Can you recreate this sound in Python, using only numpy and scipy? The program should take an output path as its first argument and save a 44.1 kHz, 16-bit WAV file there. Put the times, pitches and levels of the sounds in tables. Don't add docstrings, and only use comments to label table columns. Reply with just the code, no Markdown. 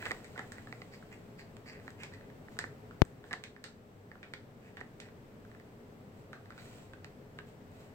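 import sys
import numpy as np
from scipy import signal
from scipy.fft import rfft, irfft, next_fast_len
from scipy.io import wavfile

SR = 44100
rng = np.random.default_rng(int(sys.argv[2]) if len(sys.argv) > 2 else 0)


def master_out(mix):
    frames = np.transpose(np.atleast_2d(mix))
    ceiling = np.clip(frames, -1, 1)
    pcm = np.round(ceiling * 32767).astype(np.int16)
    wavfile.write(sys.argv[1], SR, pcm)


N = 350154


def amp(db):
    return 10 ** (np.asarray(db) / 20)


def unit(x):
    return x / np.sqrt(np.mean(x ** 2) + 1e-20)


def unit_hit(x):
    return x / np.sqrt(np.sum(x ** 2) * 1000 / SR + 1e-20)


def along(points, hz):
    freqs, values = np.transpose(points)
    return np.interp(np.log(hz + 1), np.log(freqs + 1), values)


def filtered(x, response):
    n = x.shape[-1]
    padded = next_fast_len(n + 4096, True)
    return irfft(rfft(x, padded) * response(np.fft.rfftfreq(padded, 1 / SR)), padded)[..., :n]


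def resonance(f, hz, width):
    return 1j * f * width / (hz * hz - f * f + 1j * f * width)


def impulse(spectrum, size=2048):
    cepstrum = irfft(np.log(amp(along(spectrum, np.fft.rfftfreq(size, 1 / SR)))))
    cepstrum[1:size // 2] *= 2
    cepstrum[size // 2 + 1:] = 0
    return irfft(np.exp(rfft(cepstrum)))


def add(bus, s, x):
    part = bus[..., max(0, round(s * SR)):][..., :x.shape[-1]]
    part += x[..., :part.shape[-1]]


def stereo(noises, correlation):
    angle = lambda hz: np.arccos(np.clip(along(correlation, hz), -.99, .99)) / 2
    mid, side = filtered(noises, lambda hz: np.array([np.cos(angle(hz)), np.sin(angle(hz))]))
    return np.array([mid + side, mid - side])


def swells(rows):
    t = np.arange(N) / SR
    return sum(amp(db) * np.maximum(1 - (2 * (t - s) / length) ** 2, 0) ** 2 for s, length, db in rows)


def grains(spectrum, per_s, spread_db, friction):
    ticks = (rng.random(N) < per_s / SR) * rng.choice([-1, 1], N)
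    ticks = ticks * amp(spread_db * np.clip(rng.standard_normal(N), -2, 2))
    texture = unit(ticks) + friction * rng.standard_normal(N)
    return unit(signal.fftconvolve(texture, impulse(spectrum))[:N])


# (frequency [Hz], t60 [s])
ROOM_DECAY = [(200, 0.55), (1800, 0.25), (8000, 0.28), (15000, 0.052)]
def bedroom(x, wet_db, pan_db=2.5, left_lead_ms=0.14, build_s=0.00026):
    hz, t, noise = signal.stft(rng.standard_normal((2, SR // 2)), SR, nperseg=256)
    envelope = amp(-60 * t / along(ROOM_DECAY, hz)[:, None]) * (1 - np.exp(-t / build_s))
    tail = signal.istft(noise * envelope, SR, nperseg=256)[1]
    tail = stereo(tail, correlation=[(400, 1.0), (1200, 0.42), (2500, -0.3), (6000, -0.21)])
    wet = signal.fftconvolve(x[None], tail / np.linalg.norm(tail[0]), axes=1)[:, :len(x)]
    sides = np.array([[-1], [1]])
    delay_s = sides * left_lead_ms / 2000
    direct = filtered(x, lambda f: amp(sides * pan_db) * np.exp(-2j * np.pi * f * delay_s))
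    return direct + amp(wet_db) * wet


# (frequency [Hz], relative level [dB])
AIR_EQ = [(15, -14), (40, -7.5), (65, -13), (100, 2), (160, -3), (260, -5), (330, -10), (470, -8),
          (1000, -19), (2000, -24), (3500, -32.5), (6800, -38.5), (10500, -40.5), (15000, -39)]
# (frequency [Hz], width [Hz], gain [dB])
AIR_BELLS = [(230.3, 24, 4), (416.6, 19, 9), (7850, 770, 6.5), (10000, 3100, -5.5)]
# (time [s], relative level [dB])
AIR_FADER = [(0.0, -51.5), (0.88, -53.5), (2.87, -52.5), (3.56, -57), (5.04, -54), (7.52, -54),
             (7.94, -53.5)]
# (frequency [Hz], left-right correlation [-1 to 1])
AIR_IMAGE = [(60, 0.9), (130, 0.98), (290, 0.89), (640, 0.63), (1410, -0.27), (3100, 0.061), (6820, -0.095),
             (15000, -0.046)]
def ventilation(gain_db=1.1, left_db=0.7):
    bells = lambda f: sum(db / (1 + (2 * (f - hz) / width) ** 2) for hz, width, db in AIR_BELLS)
    noise = stereo(rng.standard_normal((2, N)), AIR_IMAGE)
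    air = filtered(noise, lambda f: amp(along(AIR_EQ, f) + bells(f)))
    fader_db = np.interp(np.arange(N) / SR, *np.transpose(AIR_FADER))
    return unit(air) * amp(fader_db + gain_db + left_db * np.array([[1], [-1]]))


# (frequency [Hz], relative level [dB])
QUILT_EQ = [(400, 3), (1500, -3), (2500, -0.5), (4000, -5), (6000, -11), (8000, -3.5), (8700, -11),
            (9800, -22.5), (13000, -14), (16000, -10)]
# (centre time [s], length [s], relative level [dB])
QUILT_STROKES = [(.02, 0.39, -59.5), (.45, 2.4, -68), (1.87, .17, -68), (2.53, 0.11, -67),
                 (3.28, 0.097, -65.5), (6.18, .12, -73), (6.7, 0.48, -62), (7.49, 0.087, -69),
                 (7.79, 0.27, -69)]
def quilt_brushes(gain_db=-2):
    rustle = grains(QUILT_EQ, per_s=830, spread_db=9.0, friction=0.65)
    return bedroom(amp(gain_db) * swells(QUILT_STROKES) * rustle, wet_db=3)


# (frequency [Hz], relative level [dB])
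ROLL_EQ = [(210, -25), (350, -13), (511, -8), (932, -3), (1110, -29), (1410, -4), (1990, 6), (2190, -9),
           (2510, 1), (3170, -24), (3540, -43), (4090, -12), (5000, -54), (6500, -56), (11000, -120)]
# (centre time [s], length [s], relative level [dB])
BALL_RUNS = [(0.057, 0.31, -51), (.385, 0.091, -55), (0.588, 0.094, -60), (1.753, 0.27, -58.5),
             (2.168, 0.28, -62), (2.615, 0.048, -49), (3.328, 0.055, -70), (5.039, .12, -57.5),
             (5.538, 0.22, -73), (6.559, 0.26, -68)]
def ball_rolls(gain_db=-3.5):
    trundle = grains(ROLL_EQ, per_s=240, spread_db=4.5, friction=0.28)
    return bedroom(amp(gain_db) * swells(BALL_RUNS) * trundle, wet_db=-2.5)


def ball_rattles(per_s=16, level_db=-51, ring_hz=1720, hardness_db=-10, tilt=-2, send_db=-5):
    taps = []
    for centre, length, _ in BALL_RUNS:
        count = max(1, round(per_s * length))
        for k, (jitter, strength, pitch) in enumerate(rng.uniform(-1, 1, (count, 3))):
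            s = centre + length * ((k + .5 + jitter / 2) / count - .5)
            taps.append((s, level_db + 0.5 * strength, ring_hz + 210 * pitch, hardness_db, tilt, send_db))
    return [tap for tap in taps if tap[0] > 0]


def contact(t, t60, chatter=0.33):
    spectrum = rfft((t == 0) + chatter * rng.standard_normal(len(t)) * amp(-60 * t / t60))
    return irfft(spectrum / (np.abs(spectrum) + 1e-9), len(t)) * (t < 2 * t60)


def shell_ring(t, hz, t60):
    ring = np.sin(2 * np.pi * hz * t) * amp(-60 * t / t60)
    for ratio, mode_db in [(.8, -9), (1.2, -6.5), (2.25, -17)]:
        mode_hz = hz * ratio * rng.normal(1, .025)
        ring -= amp(mode_db - 60 * t / (0.41 * t60)) * np.sin(2 * np.pi * mode_hz * t)
    return unit_hit(ring)


# (frequency [Hz], width [Hz], relative level [dB])
TRACK_MODES = [(245, 170, -6.5), (494, 176, -4), (728, 60, 2.5), (822, 380, -4), (1137, 205, -0.5),
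               (1400, 270, -0.5)]
def track_thud(t):
    hollow = lambda f: sum((-1) ** k * amp(db) * resonance(f, hz, width)
                           for k, (hz, width, db) in enumerate(TRACK_MODES))
    return unit_hit(filtered(contact(t, t60=0.0082), hollow))


# (frequency [Hz], relative level [dB])
CLICK_EQ = [(900, -14.5), (1600, 1.5), (2400, 5.5), (3300, 2), (4200, 1.5), (5000, -2), (5800, -6.5),
            (6800, -7), (7600, -3.5), (8600, -7.5), (9600, -31), (14000, -26)]
def plastic_click(t, tilt):
    tone = impulse([(hz, db + tilt * np.log2(np.clip(hz, 2000, 8000))) for hz, db in CLICK_EQ])
    return unit_hit(signal.fftconvolve(contact(t, t60=0.0072), tone)[:len(t)])


# (time [s], level [dB], ring pitch [Hz], hardness [dB], click tilt [dB/octave], relative send [dB])
BALL_HITS = [(0.026, -34, 1770, -1, -15, -0.5), (0.0552, -32, 2030, -3.5, -3.5, -1),
             (0.061, -30.5, 1870, -17, -9, -7), (0.0668, -30, 1640, -11, -3, -7),
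             (.109, -26.5, 1860, -13, -5, -9), (0.1163, -26, 1900, -10.5, 4, -10),
             (0.2447, -48.5, 1990, -3, 10, 4.5), (.3598, -42, 1490, -22, -2, 5),
             (0.3779, -33.5, 1920, -9, -3, 1.5), (0.3927, -32.5, 1720, -16.5, 10, -3),
             (0.5203, -42.5, 1720, -2.5, 8, 0), (0.5822, -42, 1970, -22, -3, -4),
             (0.6718, -42, 1710, -11, -4, -1), (0.726, -35, 1980, -12, -4, -6),
             (0.8182, -36.5, 2020, -4, -10.5, -7), (1.0257, -50, 1510, -18, -9, -2),
             (1.5679, -48.5, 1400, -1, -0.5, -5), (1.8789, -36.5, 1810, -15, -2, -5),
             (1.9044, -55, 1550, 2.5, 8, -5), (2.0342, -38.5, 2540, 0.5, -0.5, 1),
             (2.4838, -44.5, 1830, -24, -9, -11), (2.5688, -46, 1430, -18, 8, -3),
             (2.5895, -28, 1737, -4, 7, -3), (2.6402, -33, 1790, -29, 1, -5.5),
             (2.91, -45.5, 1400, -13, -3, -3), (3.051, -53, 1680, -1.5, 19, 0),
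             (3.2407, -45.5, 1560, -11, -5, 0), (3.3101, -36, 1740, -15, -3, 6),
             (3.33, -30.5, 1730, -2.5, -1, -4.5), (3.3357, -28, 1970, -12, -8, -18),
             (3.4384, -49, 2530, 13.5, -2, 0), (3.5638, -44.5, 1720, -14, -4, -3.5),
             (3.6409, -39.5, 1760, 0.5, 2.5, 2.5), (4.1156, -40.5, 1730, -10, -11, -3),
             (4.1547, -46, 1400, -23, -6, -7), (4.2297, -49, 1950, 5.5, -8.5, 3.5),
             (4.337, -38, 2410, 5, -7.5, -2.5), (4.77, -38.5, 1870, -6, -7.5, 2.5),
             (4.806, -45.5, 1730, -8.5, 1.5, -4), (4.8113, -34, 1850, -18, -13, -6.5),
             (5.0017, -55, 1880, 14, 1.5, 0.5), (6.331, -39, 1520, -6, -4, 1),
             (6.5049, -43.5, 1400, -10, -1.5, -1), (6.5787, -45, 1520, -2, -6, 0),
             (6.9347, -42.5, 1520, -10, -2, -1), (7.0452, -40, 1940, -1.5, -3, -5),
             (7.388, -34.5, 1580, -4, -8.5, -4)]
def ball_knocks(typical_db=-40, typical_hardness_db=-10, typical_t60_s=0.012, wet_db=-3.0):
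    out, t = np.zeros((2, N)), np.arange(SR // 2) / SR
    lowpass = signal.butter(2, 4500, fs=SR)
    for s, db, hz, hardness_db, tilt, send_db in BALL_HITS + ball_rattles():
        stronger, harder = db - typical_db, hardness_db - typical_hardness_db
        t60 = typical_t60_s * 2 ** (stronger / 30 - harder / 35)
        ring = amp(0.5) * shell_ring(t, hz, t60)
        thud = amp(-4.5 - 0.1746 * harder) * track_thud(t)
        click = amp(hardness_db) * plastic_click(t, tilt)
        knock = signal.lfilter(*lowpass, ring + thud) + click
        add(out, s, bedroom(amp(db) * knock, wet_db + send_db))
    return out


# (frequency [Hz], relative level [dB])
COVER_EQ = [(600, -10), (1300, -10), (1850, 4), (2450, -0.5), (3000, -11), (3700, -20), (4700, -15),
            (5600, -20), (6600, -19.5), (7400, -12), (8200, -18), (9400, -31), (16000, -29)]
# (centre time [s], length [s], level [dB], scratch pitch [Hz])
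CLAW_SWIPES = [(.94, 0.069, -57.5, 4660), (1.13, 0.051, -55.5, 2240), (1.4, 0.071, -57, 4470),
               (1.687, 0.073, -52.5, 4700), (1.731, 0.041, -56, 2420), (2.02, 0.094, -50.5, 2500),
               (2.14, .043, -59, 4140), (4.668, .14, -65, 2400), (6.594, 0.052, -57.5, 4000)]
def claw_scrapes(scratch_db=-7, width_hz=1000):
    out = np.zeros(N)
    grit = grains(COVER_EQ, per_s=600, spread_db=8.5, friction=0.58)
    for s, length, db, hz in CLAW_SWIPES:
        n = round(length * SR)
        rasp = grit[round(s * SR):][:n]
        scratch = unit(filtered(rng.standard_normal(n), lambda f: resonance(f, hz, width_hz) ** 2))
        add(out, s - length / 2, amp(db) * np.hanning(n) * (rasp + amp(scratch_db) * scratch))
    return bedroom(out, wet_db=-2.5)


def port_pop(at_s=3.01912, gain_db=1.5, rise_s=.00012, hold_s=0.00372, release_s=0.0028, cut_hz=122):
    out, t = np.zeros((2, N)), np.arange(SR // 8) / SR
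    pressure = np.minimum(t / rise_s, 1) * np.exp(-np.maximum(t - hold_s, 0) / release_s)
    pop = signal.lfilter(*signal.butter(2, cut_hz, "high", fs=SR), pressure)
    add(out[0], at_s, amp(gain_db) * pop)
    return out


def scene():
    return ball_knocks() + ball_rolls() + quilt_brushes() + claw_scrapes() + ventilation() + port_pop()


def record(dry, top_hz=15900):
    return filtered(dry, lambda hz: hz < top_hz)


dry = scene()
out = record(dry)
master_out(out)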